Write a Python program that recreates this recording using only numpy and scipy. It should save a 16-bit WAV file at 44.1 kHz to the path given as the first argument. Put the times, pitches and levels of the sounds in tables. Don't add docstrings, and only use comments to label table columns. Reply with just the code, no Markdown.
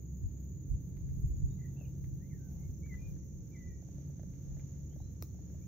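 import sys
import numpy as np
from scipy import signal
from scipy.fft import rfft, irfft, next_fast_len
from scipy.io import wavfile
from scipy.ndimage import map_coordinates

SR = 44100
rng = np.random.default_rng(int(sys.argv[2]) if len(sys.argv) > 2 else 0)


def pcm_store(signal):
    levels = np.round(np.clip(np.atleast_2d(signal), -1, 1) * 32767)
    wavfile.write(sys.argv[1], SR, levels.astype(np.int16).T)


N = 250047


def amp(db):
    return 10 ** (np.asarray(db) / 20)


def unit(x):
    return x / np.sqrt(np.mean(x ** 2) + 1e-20)


def curves(rows):
    s, *cols = np.transpose(rows)
    return [np.interp(np.arange(N) / SR, s, c) for c in cols]


def wobble(rate):
    knots = rng.standard_normal(int(N * rate / SR) + 4)
    return map_coordinates(knots, [np.arange(N) * rate / SR])


def swells(rows):
    t = np.arange(N) / SR
    power = sum(amp(db) ** 2 * .5 ** ((2 * (t - s) / length) ** 2) for s, db, length in rows)
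    return np.sqrt(power)


def filtered(x, response):
    m = next_fast_len(N + SR // 2)
    return irfft(rfft(x, m) * response(np.fft.rfftfreq(m, 1 / SR)), m)[..., :N]


def coloured(x, points):
    f, db = np.transpose(points)

    def response(hz):
        return amp(np.interp(np.log(hz + 1), np.log(f), db, left=-120, right=-120))

    return filtered(x, response)


def rush(spectrum, side_db):
    mid, side = coloured(rng.standard_normal((2, N)), spectrum)
    return unit(np.array([mid + amp(side_db) * side, mid - amp(side_db) * side]))


def placed(x, pan_db, wet_db, t60):
    t = np.arange(SR // 2) / SR
    tail = rng.standard_normal((2, len(t))) * amp(-60 * t / t60) * (1 - np.exp(-t / 0.0035))
    echo = signal.fftconvolve(x[None], tail / np.linalg.norm(tail[0]), axes=1)[:, :N]
    return (x + amp(wet_db) * echo) * amp([[pan_db / 2], [-pan_db / 2]])


def late(x, delay_s):
    return np.roll(x, round(delay_s * SR))


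def clicks(rows, colour, rattle_db, t60, size=2048):
    out, t = np.zeros(N), np.arange(SR // 20) / SR
    for s, db in rows:
        rattle = amp(rattle_db) * rng.standard_normal(len(t)) * amp(-60 * t / t60)
        out[round(s * SR):][:len(t)] += amp(db) * ((t == 0) + rattle)
    f, db = np.transpose(colour)
    hz = np.fft.rfftfreq(size, 1 / SR)
    log_gain = np.log(amp(np.interp(np.log(hz + 1), np.log(f), db)))
    lag = np.arange(size)
    fold = np.where(lag == 0, 1, 2 * (lag < size // 2))
    ring = irfft(np.exp(rfft(irfft(log_gain) * fold)))
    return signal.fftconvolve(out, ring / np.abs(ring).max())[:N]


def wind():
    # centre in seconds, peak in dB, length in seconds.
    gusts = [(.26, -30.5, 0.029), (.73, -28, 0.039), (1.255, -27.5, 0.018), (1.28, -35, 0.32),
             (1.435, -31, 0.04), (2.1, -42, 0.14), (2.69, -46, 0.09), (3.09, -43, 0.14), (4.54, -43, 0.066)]
    # time in seconds, level in dB.
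    rumble_course = [(0, -47.5), (1.5, -45), (2.4, -46), (4.5, -47.5), (5.67, -48)]
    # frequency in Hz, relative level in dB per Hz.
    eddy_spectrum = [(18, -33), (28, -14.5), (42, 5), (60, -0.5), (90, -0.5), (120, -11), (180, -19),
                     (300, -40)]
    rumble_spectrum = [(45, -13.5), (68, -11), (90, 3), (110, -2.5), (140, -1.5), (180, -1), (215, -13),
                       (310, -15), (450, -27), (600, -46.5), (900, -51.5), (1300, -70.5)]
    air_spectrum = [(200, -4), (500, 9.5), (750, -0.5), (1000, -7), (1500, -9), (2100, -8.5), (3000, -14),
                    (4500, -13), (7000, -19.5), (8800, -29), (15000, -7.5)]
    breeze_db, breeze_swing_db = -57, 7
    air_start_db, air_rise_db_per_s = -73.5, 0.31

    t = np.arange(N) / SR
    eddies = rush(eddy_spectrum, side_db=0)
    breeze = amp(breeze_db + breeze_swing_db * wobble(9))
    force = np.hypot(breeze, swells(gusts))
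    rumble = amp(curves(rumble_course)[0]) * rush(rumble_spectrum, side_db=-11.0)
    rumble = rumble * amp([[-.9], [.9]])
    air_db = air_start_db + air_rise_db_per_s * t + 1.3 * wobble(6.1)
    air = amp(air_db) * rush(air_spectrum, side_db=1)
    return force * eddies + rumble + air


def snap():
    # frequency in Hz, relative level in dB.
    snap_spectrum = [(200, -11.5), (420, 13), (720, 3), (950, -1), (1220, 3.5), (1650, -14.5), (1980, -6),
                     (2500, -5), (3200, -21.5), (4000, -2), (4800, -9), (5600, 1.5), (6700, -4.5),
                     (7500, -9.5), (11000, -12), (13200, 4), (15400, 5.5), (16600, -7.5)]
    snap_s, snap_db, scatter_db = 5.2248, -23, -11.5
    lag_s, shade = .00036, 0.17
    bounce_s, bounce_db = .0095, -15

    crack = clicks([(snap_s, snap_db)], snap_spectrum, rattle_db=-25, t60=.01)
    treble = filtered(crack, lambda hz: hz ** 2 / (hz ** 2 + 3500 ** 2))
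    right = crack - treble + (1 - shade) * late(treble, lag_s)
    direct = np.array([crack, right])
    bounce = placed(late(treble, bounce_s), pan_db=3, wet_db=-8, t60=.3)
    scatter = placed(crack, pan_db=0, wet_db=0, t60=.2) - crack
    return direct + amp(bounce_db) * bounce + amp(scatter_db) * scatter


def ticks():
    # start in seconds, pulse peak in dB, pitch in Hz.
    tick_rows = [(.97, -57.5, 2250), (1.09, -64, 2000), (2.043, -58, 2100), (2.862, -57, 1800),
                 (2.942, -56.5, 1800), (3.165, -63.5, 1600), (4.195, -64.5, 1900), (4.337, -63, 2200),
                 (4.569, -62, 1900), (4.596, -56, 2200), (4.935, -66, 1900)]
    # multiple of the pitch, relative level in dB.
    tick_spectrum = [(.2, -7), (.45, -2.5), (.7, 0), (.88, 3.5), (1.08, 6), (1.3, -7.5), (2.2, -11.5),
                     (3.5, -26.5), (7, -34)]

    knocks = np.zeros(N)
    for s, db, hz in tick_rows:
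        scaled = [(k * hz, level) for k, level in tick_spectrum]
        knocks += clicks([(s, db)], scaled, rattle_db=-26.5, t60=0.052)
    return placed(knocks, pan_db=1.5, wet_db=-2.5, t60=0.081)


def motor():
    # centre in seconds, peak in dB, length in seconds.
    hum_swells = [(1.6, -42.5, 1.57), (4.05, -46, 0.24), (4.6, -45.5, 0.71)]
    # time in seconds, peak level in dB.
    whine_course = [(0, -85), (2, -82), (3.5, -76), (5.67, -77.5)]
    start_hz, rise_hz_per_s = 133.43, 1.8

    hz = start_hz + rise_hz_per_s * np.arange(N) / SR
    phase = 2 * np.pi * np.cumsum(hz * (1 + .004 * wobble(8))) / SR
    hum = np.sin(phase) + amp(-25.0) * np.sin(2 * phase)
    half_order = amp(-50.0 + 4.9 * wobble(7)) * np.sin(phase / 2)
    whine_hz = 531 + 4 * wobble(14)
    whine_gain = amp(curves(whine_course)[0] + 1.8 * wobble(2.99))
    whine = whine_gain * np.sin(2 * np.pi * np.cumsum(whine_hz) / SR)
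    return swells(hum_swells) * amp(.7 * wobble(11.0)) * hum + half_order + whine


def wavelets():
    # start in seconds, peak in dB.
    plop_rows = [(1.811, -54), (1.96, -64), (3.825, -58.5), (3.887, -58.5), (3.983, -56), (4.098, -60),
                 (4.195, -52.5), (4.233, -51.5), (4.569, -58.5), (4.927, -62.5), (4.962, -54.5),
                 (5.002, -56), (5.346, -60), (5.39, -60), (5.5, -59), (5.546, -59)]
    # centre in seconds, peak in dB, length in seconds.
    washes = [(1.81, -76, 0.14), (2.55, -76, 0.14), (4.55, -78.5, 0.12)]
    # frequency in Hz, relative level in dB per Hz.
    slap_spectrum = [(500, -5.5), (1100, -8), (1600, 0.5), (2400, -20.5), (4500, -22), (9000, -39.5)]
    wash_spectrum = [(400, -9), (750, 3.5), (1100, -14.5), (2200, -18), (5000, -36.5)]
    pocket_hz, pocket_spread = 641, 0.077
    slap_db = -9

    water = np.zeros(N)
    t = np.arange(SR // 20) / SR
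    ring = amp(-60 * t / 0.015) * (1 - np.exp(-t / 0.0018))
    for s, db in plop_rows:
        hz = pocket_hz * (1 + pocket_spread * rng.standard_normal())
        water[round(s * SR):][:len(t)] += amp(db) * ring / ring.max() * np.sin(2 * np.pi * hz * t)
    slaps = [(s, db + slap_db) for s, db in plop_rows]
    water += clicks(slaps, slap_spectrum, rattle_db=-24, t60=.01)
    plops = placed(water, pan_db=0, wet_db=-14, t60=.1)
    return plops + swells(washes) * rush(wash_spectrum, side_db=-5.5)


def birds():
    # start in seconds, length in seconds, first, middle and last pitch in Hz,
    # peak in dB, place of the peak (0-1), hoarseness as a share of the pitch.
    notes = [ (1.49, 0.07, 3600, 3760, 3790, -81.5, .45, 0.0061),
             (1.578, 0.055, 2060, 1990, 2040, -70, 0.85, 0.022),
             (1.634, 0.035, 2000, 1910, 1920, -62, 0.79, 0.023),
             (1.763, 0.072, 2640, 2743, 2645, -68, 0.77, 0.024),
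             (1.82, 0.052, 2610, 2450, 2480, -73.5, 0.52, 0.022),
             (1.848, 0.022, 2980, 2750, 2560, -70.5, 0.5, 0.022),
             (2.198, 0.087, 1700, 2035, 2170, -73, 0.3, 0.017),
             (2.298, 0.075, 2315, 1934, 1775, -68, .46, 0.035),
             (2.365, .15, 1640, 1527, 1553, -77, 0.67, .005),
             (2.58, 0.1, 2125, 2114, 2250, -76.5, 0.6, 0.011),
             (2.824, 0.068, 2220, 2287, 2265, -65.5, 0.34, 0.007),
             (2.889, .072, 2210, 2020, 1985, -55, 0.74, 0.012),
             (2.953, 0.031, 1990, 2004, 2100, -65, 0.23, 0.01),
             (2.984, 0.13, 2390, 2445, 2400, -68, 0.54, 0.011),
             (3.512, 0.08, 2340, 2280, 2220, -69.5, 0.47, 0.014),
             (3.545, 0.051, 2197, 1964, 2080, -61.5, 0.44, 0.018),
             (3.588, 0.17, 2043, 1967, 1914, -64, 0.19, 0.0077),
             (3.752, .064, 2000, 1930, 1940, -74.5, 0.58, 0.005),
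             (3.63, 0.19, 2380, 2320, 2310, -83, 0.28, .007),
             (4.901, 0.048, 2980, 3140, 3370, -77, .5, .011),
             (4.984, 0.14, 3780, 4050, 4050, -76.5, .24, 0.01),
             (5.195, 0.056, 4330, 4220, 4170, -77, 0.61, 0.014),
             (5.283, .04, 4300, 4230, 4180, -82, .45, .014),
             (5.388, 0.032, 4300, 4210, 4200, -85, .45, .014),
             (5.478, .035, 4260, 4180, 4160, -88, .45, .014),
             (5.61, 0.034, 2300, 2300, 2430, -75.5, 0.98, .007)]
    note_fade_db = 10
    edge_s = 0.0039
    warble_hz, warble_share, warble_min_s = 12, .016, .14
    bank_echo_s, bank_echo_db = .27, -32.5

    song = np.zeros(N)
    t = np.arange(N) / SR
    flutter, tremble_db = wobble(300), 2.0 * wobble(110)
    for s, length, first_hz, middle_hz, last_hz, db, crest, hoarse in notes:
        on = (t > s) & (t < s + length)
        age = t[on] - s
        warble = warble_share * (length > warble_min_s) * np.cos(2 * np.pi * warble_hz * age)
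        bend_hz = np.interp(age / length, [0, .5, 1], [first_hz, middle_hz, last_hz])
        pitch_hz = bend_hz * (1 + warble + hoarse * flutter[on])
        fade_db = note_fade_db * np.interp(age / length, [0, np.clip(crest, 0, 1), 1], [1, 0, 1])
        edges = np.minimum(1, np.minimum(age, length - age) / edge_s)
        gain = edges * amp(db - fade_db + tremble_db[on])
        song[on] += gain * np.sin(2 * np.pi * np.cumsum(pitch_hz) / SR)
    near = placed(song, pan_db=4, wet_db=-4.5, t60=.2)
    far = placed(late(song, bank_echo_s), pan_db=0, wet_db=6, t60=.6)
    return near + amp(bank_echo_db) * far


def trill(rate, top_hz, sweep_hz, duty):
    strokes = rng.random() + np.cumsum(rate * (1 + .008 * wobble(6))) / SR + .01 * wobble(40)
    u = np.minimum(strokes % 1 / duty, 1)
    jitter_hz = (20 + 130 * (1 - u) ** 2) * wobble(400)
    hz = top_hz - sweep_hz * (1 - u) ** 4 + jitter_hz
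    force = amp(1.2 * wobble(30) + 1.5 * wobble(350))
    return unit(np.sin(np.pi * u) * force * np.sin(2 * np.pi * np.cumsum(hz) / SR))


def cricket_trills():
    # centre in seconds, peak in dB, length in seconds.
    near_swells = [(.12, -70.5, 0.55), (.5, -73, 0.44), (1.4, -68.5, 0.44), (2.7, -76, 0.7),
                   (3.7, -75, 0.62), (4.7, -70, 0.35), (5.5, -72, 0.39)]
    # time in seconds, level in dB.
    middle_course = [(0, -84.5), (2.1, -78.5), (2.9, -73.5), (4.8, -75), (5.2, -82)]
    # frequency in Hz, relative level in dB per Hz.
    bank_spectrum = [(5300, -28), (5560, 1.5), (5800, -6), (6100, -0.5), (6400, -19)]
    bank_db, bank_faced_s, bank_turn_db_per_s = -81, 2.6, 7.5

    t = np.arange(N) / SR
    near = trill(rate=34.3, top_hz=6910, sweep_hz=650, duty=.68)
    middle = trill(rate=31.7, top_hz=6360, sweep_hz=350, duty=.52)
    low = trill(rate=33, top_hz=5760, sweep_hz=300, duty=.4)
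    near = placed(swells(near_swells) * near, pan_db=-3, wet_db=-8, t60=.1)
    middle = placed(amp(curves(middle_course)[0]) * middle, pan_db=-5, wet_db=-8, t60=.12)
    low = placed(amp(-6) * low, pan_db=-11.5, wet_db=-3, t60=0.15)
    bank_noise = rush(bank_spectrum, side_db=1.0) * amp([[-3], [3]])
    bank_gain = amp(bank_db - bank_turn_db_per_s * np.maximum(0, bank_faced_s - t))
    return near + middle + bank_gain * (low + bank_noise)


def cricket_chorus():
    # centre in seconds, peak in dB, length in seconds.
    joining = [(.74, -72.5, .3), (2.0, -77.5, 0.37), (2.9, -78.5, .35), (4.55, -71, 0.25)]
    # frequency in Hz, relative level in dB per Hz.
    chorus_spectrum = [(5200, -40.5), (5600, -27.5), (6000, -9), (6250, 2.5), (6850, 2), (7020, -12),
                       (7200, -13.5), (8000, -38.5)]
    start_db, rise_db_per_s = -69, 0.16

    t = np.arange(N) / SR
    voices = np.hypot(amp(start_db + rise_db_per_s * t), swells(joining))
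    return voices * rush(chorus_spectrum, side_db=2.5) * amp([[-1.3], [1.3]])


def bush_crickets():
    # time in seconds, level in dB.
    hiss_course = [(0, -76.5), (2.6, -74.5), (3.8, -80.5), (4.4, -80), (5.2, -77.5)]
    # frequency in Hz, relative level in dB per Hz.
    hiss_spectrum = [(8500, -45), (10500, -15.5), (12500, -8.5), (13800, 2), (14600, -2), (15700, -4.5)]
    pan_db = 2.5

    gain = amp(curves(hiss_course)[0] + 2.6 * wobble(45))
    return gain * rush(hiss_spectrum, side_db=-1.0) * amp([[pan_db / 2], [-pan_db / 2]])


def scene():
    shore = wind() + snap() + ticks() + motor() + wavelets() + birds()
    return shore + cricket_trills() + cricket_chorus() + bush_crickets()


def record(dry):
    low_cut_hz, top_hz = 36.0, 16600

    def response(hz):
        low_cut = hz ** 3 / np.sqrt(hz ** 6 + low_cut_hz ** 6)
        return low_cut * (hz < top_hz)

    return filtered(dry, response)


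dry = scene()
out = record(dry)
pcm_store(out)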